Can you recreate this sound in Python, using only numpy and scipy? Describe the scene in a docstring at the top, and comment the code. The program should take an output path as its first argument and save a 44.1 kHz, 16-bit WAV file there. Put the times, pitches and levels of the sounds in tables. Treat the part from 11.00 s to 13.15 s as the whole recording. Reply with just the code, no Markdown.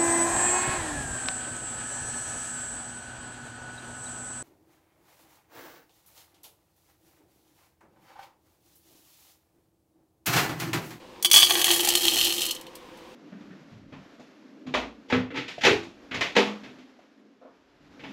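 """Wax flakes poured into a metal pitcher

In a quiet room, hard wax falls into a pitcher on a table. The first chunks strike the bare base and
excite the metal's normal modes. A stream of small flakes follows, and the growing heap lowers and
damps the ring. The air in the pitcher resonates with a hollow note; a few stragglers tick in last."""
import sys
import numpy as np
from scipy import signal
from scipy.io import wavfile
from scipy.ndimage import uniform_filter1d, minimum_filter1d

SR = 44100
rng = np.random.default_rng(int(sys.argv[2]) if len(sys.argv) > 2 else 0)


def dump(signal):
    """Clip the signal to [-1, 1] and save it as 16-bit WAV at the path in sys.argv[1]."""
    limited = np.clip(np.atleast_2d(signal).T, -1, 1)
    pcm = np.round(limited * 32767).astype(np.int16)
    wavfile.write(sys.argv[1], SR, pcm)


N = 94815
T = np.arange(N) / SR


def amp(db):
    """Amplitude ratio of a level in decibels."""
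    return 10 ** (np.asarray(db) / 20)


def unit_rms(x):
    """Normalisation to unit mean power."""
    return x / np.sqrt(np.mean(abs(x) ** 2) + 1e-20)


def envelope(times, db):
    """Amplitude envelope, linear in decibels between points and silent outside them."""
    return amp(np.interp(T, times, db, left=-np.inf, right=-np.inf))


def add(mix, start_s, sound):
    """Superposition of a sound on the mix from a given time."""
    part = mix[max(round(start_s * SR), 0):][:len(sound)]
    part += sound[:len(part)]


def colour(x, spectrum, size=4096):
    """Minimum-phase filtering at unit energy, with a 12 dB per octave roll-off below the first point."""
    points_hz, db = np.transpose(spectrum)
    hz = np.fft.rfftfreq(size, 1 / SR) + 1
    rolloff_db = np.clip(12 * np.log2(hz / points_hz[0]), -40, 0)
    log_gain = np.log(amp(np.interp(np.log(hz), np.log(points_hz), db) + rolloff_db))
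    mirrored = np.concatenate([log_gain, log_gain[-2:0:-1]])
    response = np.exp(np.conj(signal.hilbert(mirrored)))
    taps = np.fft.ifft(response).real[:size // 2]
    return signal.oaconvolve(x, taps / np.linalg.norm(taps))[:len(x)]


def resonate(force, hz, width_hz):
    """Complex response of a driven, damped oscillator whose natural frequency may glide."""
    phasor = np.exp(2j * np.pi * np.cumsum(hz * np.ones(N)) / SR)
    pole = np.exp(-np.pi * width_hz / SR)
    return phasor * signal.lfilter([1], [1, -pole], force / phasor + 1e-18)


# Spectrum of the room noise. Each row: frequency in Hz, relative spectral density in dB.
NOISE_SPECTRUM = [(15, -49.5), (25, -25), (53, -21.5), (137, -15.5), (242, -4.5), (293, -12), (363, -4.5),
                  (427, -13.5), (489, -3), (591, -15), (641, -12), (1020, -4.5), (1330, -15.5),
                  (3160, -15.5), (6740, -27.5), (10100, -35), (16000, -38.5)]
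# Resonances driven by the room noise. Each row: frequency in Hz, bandwidth in Hz, level in dB.
NOISE_RESONANCES = [(336, 42, -53.5), (507, 34, -54)]


def room_noise(level_db=-50):
    """Stationary low noise, with two soft resonances sustained by random excitation."""
    tones = sum(amp(db) * unit_rms(resonate(rng.standard_normal(N), hz, width_hz).imag)
                for hz, width_hz, db in NOISE_RESONANCES)
    broadband = colour(rng.standard_normal(2 * N), NOISE_SPECTRUM)[N:]
    return amp(level_db) * unit_rms(broadband) + tones


# Growth of the heap. Each row: time in seconds, covered fraction of the base from 0 to 1.
HEAP_GROWTH = [(0.43, 0.05), (0.50, 0.25), (0.72, 0.55), (1.05, 1)]


def cover(time_s):
    """Accumulation: the fraction of the base that lies under wax at a given time."""
    return np.interp(time_s, *np.transpose(HEAP_GROWTH))


# Normal modes of the pitcher. 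Each row: frequency in Hz, level with the base bare in dB, level with
# it covered in dB, unloaded time to decay by 60 dB in seconds, coupling to the heap from 0 to 1.
PITCHER_MODES = [(1217, -29, -22.5, 0.27, 0), (2289, -19.5, -25.5, 0.16, .2), (3010, -16, -6, 0.14, .1),
                 (3070, -10, -6, 0.12, 0.03), (3216, -26, -3.5, 0.087, 0.3), (3310, -17, -15, 0.093, 0.5),
                 (3362, 0, -5, 0.093, 0.88), (3443, -16.5, -19.5, 0.13, 0.95), (4287, -20, -7, 0.2, .1),
                 (4704, -10.5, -37, 0.14, 0.8), (4943, -7.5, -14, 0.037, 0.77), (5690, -20, -43, 0.19, 0.7),
                 (6375, -15, -9, 0.12, 0.8), (8380, -11, -17, .065, 0.77)]


def loaded_modes(time_s, pitch_sag=0.035, heap_damping=1.5):
    """Mass loading and damping: each mode's frequency, level and decay time under the growing heap."""
    hz, bare_db, covered_db, t60, coupling = np.transpose(PITCHER_MODES)[:, :, None]
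    covered = cover(time_s)
    load = coupling * covered
    db = bare_db + (covered_db - bare_db) * covered
    return hz * (1 - pitch_sag * load), db, t60 / (1 + heap_damping * load)


def clang(start_s, scatter_db=3, wall_damping=0.45):
    """Free vibration after a blow: the point of impact sets the strength and sign of the modes."""
    hz, db, t60 = loaded_modes(start_s)
    t = T[:6000]
    spot, side = 2 * rng.random((2, len(hz), 1)) - 1
    onset_db = db + scatter_db * spot * (db < db.max())  # the strongest mode keeps its level
    decay_db = 60 * t / t60 * (1 + wall_damping * cover(start_s))  # the heap damps all modes further
    return (amp(onset_db - decay_db) * np.sign(side) * np.sin(2 * np.pi * hz * t)).sum(0)


def impact(decay_s, echo_db, snap_db, rise_s=0.00039, echo_s=0.017):
    """Impact transient: an impulse at first contact, a noise burst and its echo between the walls."""
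    t = T[:4096]
    attack = 1 - np.exp(-t / rise_s)
    decay = np.hypot(np.exp(-t / decay_s), amp(echo_db) * np.exp(-t / echo_s))  # powers add
    snap = amp(snap_db) * np.sqrt(decay_s * SR / 2) * rng.choice([-1, 1]) * (t == 0)
    return snap + rng.standard_normal(len(t)) * attack * decay


def in_pitcher(x, spectra):
    """Spectral shaping of impacts, crossfading from the bare base to the covered one."""
    spectra, covered = np.array(spectra), cover(T)
    return colour(x * (1 - covered), spectra[:, [0, 1]]) + colour(x * covered, spectra[:, [0, 2]])


# Spectra of an impact's low knock, middle clack and bright crack. Each row: frequency in Hz,
# relative level with the base bare in dB, relative level with it covered in dB.
KNOCK_SPECTRA = [(82, -35, -10.5), (200, -30, -18), (480, -15, -7), (588, -15.5, -8), (702, -2.5, 7),
                 (873, -2, 8.5), (964, -9.5, -4), (1145, 4.5, -15), (1370, -26, 0.5), (1523, -5.5, -13.5),
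                 (1860, -1.5, 8.5), (2230, -13.5, -1.5), (2600, 0.5, 4.5), (2800, -21.5, -5),
                 (3970, -38, -23)]
CLACK_SPECTRA = [(1553, -43, -39.5), (2360, -11, -13), (2604, -14, -3), (3097, -12.5, 3), (3270, 2.5, -6),
                 (3555, -9.5, -0.5), (4086, -21, -5.5), (4300, -13.5, -3), (4590, -6, -13.5),
                 (4810, -42.5, -15.5), (6760, -37.5, -37)]
CRACK_SPECTRA = [(2560, -44.5, -26.5), (4450, 2.5, -3), (5080, -14.5, -1), (5630, 4.5, 4), (6200, 4, -1),
                 (7300, -1.5, 1.5), (7820, 1, 1), (10100, 1.5, -1.5), (13100, -3, -1.5),
                 (16200, -3.5, -8.5)]
# Landings of the larger pieces. Each row: start in seconds, then relative levels in dB of the ring
# (shared by clang and clack), the knock and the crack.
LANDINGS = [(0.226, -32.5, -49, -24.5), (0.2475, -14.5, -28.5, -18), (0.2578, -16.5, -41.4, -21.5),
            (0.3008, -32, -49, -32), (0.3139, -11, -40, -14), (0.3317, -15.5, -40.5, -13.5),
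            (0.341, -9, -25.5, -20.3), (0.3482, -45, -28.5, -17), (0.3609, -7, -25.5, -27),
            (0.369, -10, -26, -12), (0.3802, -12, -31, -23.1), (0.3887, -18.5, -41, -26.2),
            (0.3995, -17.5, -52, -23), (0.412, -13, -38, -31), (0.423, -13, -36, -37),
            (0.4303, -9, -28.5, -23), (0.4696, -18.5, -42.5, -40), (0.4965, -21, -28, -25),
            (0.5074, -12.5, -23, -26.0), (0.521, -21, -35, -23), (0.5451, -53, -41, -24),
            (0.5539, -16, -28, -38), (0.5948, -23, -48, -30), (0.6161, -16, -49, -25.5),
            (0.6435, -13, -34.5, -17.5), (0.6668, -26.1, -52, -42), (0.681, -19, -24.5, -30.6),
            (0.705, -14, -26, -30), (0.7121, -13, -35, -17.5), (0.7394, -33, -50, -24.5),
            (0.7959, -17.5, -30.5, -45), (0.8062, -23, -37, -22), (0.8316, -29, -33, -44),
            (0.8481, -20.5, -30.5, -21), (0.8739, -22, -28, -22.5), (0.8881, -22, -47, -17.5),
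            (0.9037, -20, -46, -24.5), (0.9138, -25, -58, -36.6), (0.9532, -15, -41, -18),
            (0.9735, -20, -62, -27.8), (1.0359, -22.9, -43.9, -32.0), (1.0526, -19, -33.5, -24.5),
            (1.0658, -39, -36, -27), (1.0826, -12, -46, -24.5), (1.1209, -20.5, -43, -32),
            (1.1672, -27, -32.5, -35.1), (1.1845, -19, -53, -29.3), (1.2127, -18, -47.0, -30),
            (1.2458, -35, -53, -21.5), (1.27, -20, -35, -34.2), (1.305, -22, -49, -45),
            (1.324, -23, -43, -29.5), (1.3809, -23, -51, -30), (1.419, -20, -49, -27),
            (1.4533, -40, -53, -29), (1.464, -28, -48.5, -27), (1.4883, -32, -53.8, -33),
            (1.5097, -23, -61, -25.5), (1.5493, -48.8, -55.6, -35.5), (1.564, -35.5, -58, -58),
            (1.6119, -42.5, -64, -42.5), (1.6675, -42.5, -55, -50.5), (1.7538, -45, -64, -41),
            (1.9741, -59.5, -62, -55), (1.9874, -59, -61, -63.7)]


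def chunks(cushion_db=4, crumble_exponent=0.11):
    """Impulsive excitation: each larger piece gives a knock, a clack, a crack and a clang of the metal."""
    knock, clack, crack, ring = np.zeros((4, N))
    for start_s, ring_db, knock_db, crack_db in LANDINGS:
        covered = cover(start_s)
        add(knock, start_s, amp(knock_db + 2.5) * impact(decay_s=0.0057, echo_db=-13, snap_db=-1))
        add(clack, start_s, amp(ring_db - 6) * impact(decay_s=0.0048, echo_db=-15, snap_db=2))
        crumble_s = 0.0054 * amp(crack_db + 22.5) ** crumble_exponent  # bigger pieces crumble longer
        crumble = impact(crumble_s, echo_db=-10.5 + 1.5 * covered, snap_db=-9.5)
        add(crack, start_s, amp(crack_db + 3) * crumble)
        add(ring, start_s, amp(ring_db - cushion_db * covered) * clang(start_s))
    return (in_pitcher(knock, KNOCK_SPECTRA) + in_pitcher(clack, CLACK_SPECTRA)
            + in_pitcher(crack, CRACK_SPECTRA) + ring)


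# Envelope of the hollow note. Each row: time in seconds, relative level in dB.
AIR_LEVELS = [(0.2, -81), (0.26, -45), (0.466, -42), (0.582, -29), (0.672, -48.5), (0.704, -27.5),
              (0.724, -28.5), (0.76, -37), (0.826, -29.5), (0.858, -38.5), (0.978, -31.5), (1.002, -53.5),
              (1.044, -30), (1.076, -29), (1.108, -49), (1.128, -31), (1.212, -44.5), (1.278, -32.5),
              (1.346, -43.5), (1.386, -33), (1.448, -54), (1.48, -39), (1.528, -54), (1.588, -54),
              (1.65, -79)]


def air_column(start_hz=355.3, fall_hz_per_s=8.9, width_hz=5.3, gain_db=-1.5):
    """Cavity resonance: the falling wax stirs the air in the pitcher into a hollow note."""
    air = resonate(rng.standard_normal(N), start_hz - fall_hz_per_s * T, width_hz)
    air /= uniform_filter1d(abs(air), size=600) ** 0.8  # evens out most of the random swell
    return amp(gain_db) * envelope(*np.transpose(AIR_LEVELS)) * unit_rms(air.real)


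# Envelopes of the stream of flakes. Each row: time in seconds, then relative levels in dB of the
# bright crack, the ring and the low knock.
STREAM_LEVELS = [(0.30, -76, -67, -75), (0.335, -19.5, -32, -46), (0.39, -20, -41, -32),
                 (0.46, -26, -26, -44.5), (0.56, -30.5, -31.5, -34), (0.70, -24, -23, -32.5),
                 (0.82, -29, -33.5, -39.5), (0.89, -31.5, -26, -36.5), (1.0, -30, -31.5, -41.5),
                 (1.07, -28, -24.5, -45), (1.15, -28, -27.5, -43), (1.26, -28, -23.5, -49),
                 (1.36, -32.5, -34, -49), (1.43, -31.5, -30, -50), (1.50, -46, -33.5, -59),
                 (1.57, -52, -46.5, -62), (1.66, -75, -70, -83)]


def flake_stream(flakes_per_s=900, spread_db=2.5, shapes=16):
    """Shot noise: small flakes strike the heap and walls at random and drive the metal's modes."""
    strength = amp(spread_db * np.minimum(rng.exponential(1, N), 4))
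    hits = strength * (rng.random(N) < flakes_per_s / SR)
    shape_of_hit = rng.integers(0, shapes, N)
    patter = np.zeros(N)
    for shape in range(shapes):
        tick = impact(decay_s=0.0016, echo_db=-17, snap_db=0)
        patter += signal.oaconvolve(hits * (shape_of_hit == shape), tick)[:N]
    patter = unit_rms(patter)
    metal = sum(amp(db) * unit_rms(resonate(patter, hz, np.log(1000) / np.pi / t60.mean()).imag)
                for hz, db, t60 in zip(*loaded_modes(T)))
    ring = amp(-3) * unit_rms(metal) + amp(-1.5) * in_pitcher(patter, CLACK_SPECTRA)
    times, crack_db, ring_db, knock_db = np.transpose(STREAM_LEVELS)
    return (envelope(times, crack_db) * in_pitcher(patter, CRACK_SPECTRA)
            + envelope(times, ring_db) * ring
            + envelope(times, knock_db) * in_pitcher(patter, KNOCK_SPECTRA))


def reverberation(x, level_db=-27.5, t60_s=0.3, delay_s=0.006, cutoff_hz=7000):
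    """Diffuse reflections in the room form a faint, exponentially decaying tail."""
    t = T[:SR // 2]
    tail = rng.standard_normal(len(t)) * amp(-60 * t / t60_s) * (t > delay_s)
    tail = signal.lfilter(*signal.butter(1, cutoff_hz, fs=SR), tail)
    return amp(level_db) * signal.fftconvolve(x, tail / np.linalg.norm(tail))[:N]


def scene():
    """Superposition of the direct sound, its reverberation and the room noise in one channel."""
    direct = chunks() + flake_stream() + air_column()
    return (direct + reverberation(direct) + room_noise())[None]


def record(dry, window_samples=90, cutoff_hz=15800):
    """Peak limiting holds the loudest clangs at full scale; a low-pass filter then limits the band."""
    gain = 1 / np.maximum(abs(dry), 1)
    gain = uniform_filter1d(minimum_filter1d(gain, window_samples), window_samples)
    lowpass = signal.firwin(401, cutoff_hz, window=("kaiser", 8), fs=SR)
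    return signal.oaconvolve(dry * gain, lowpass[None], "same")


dry = scene()
out = record(dry)
dump(out)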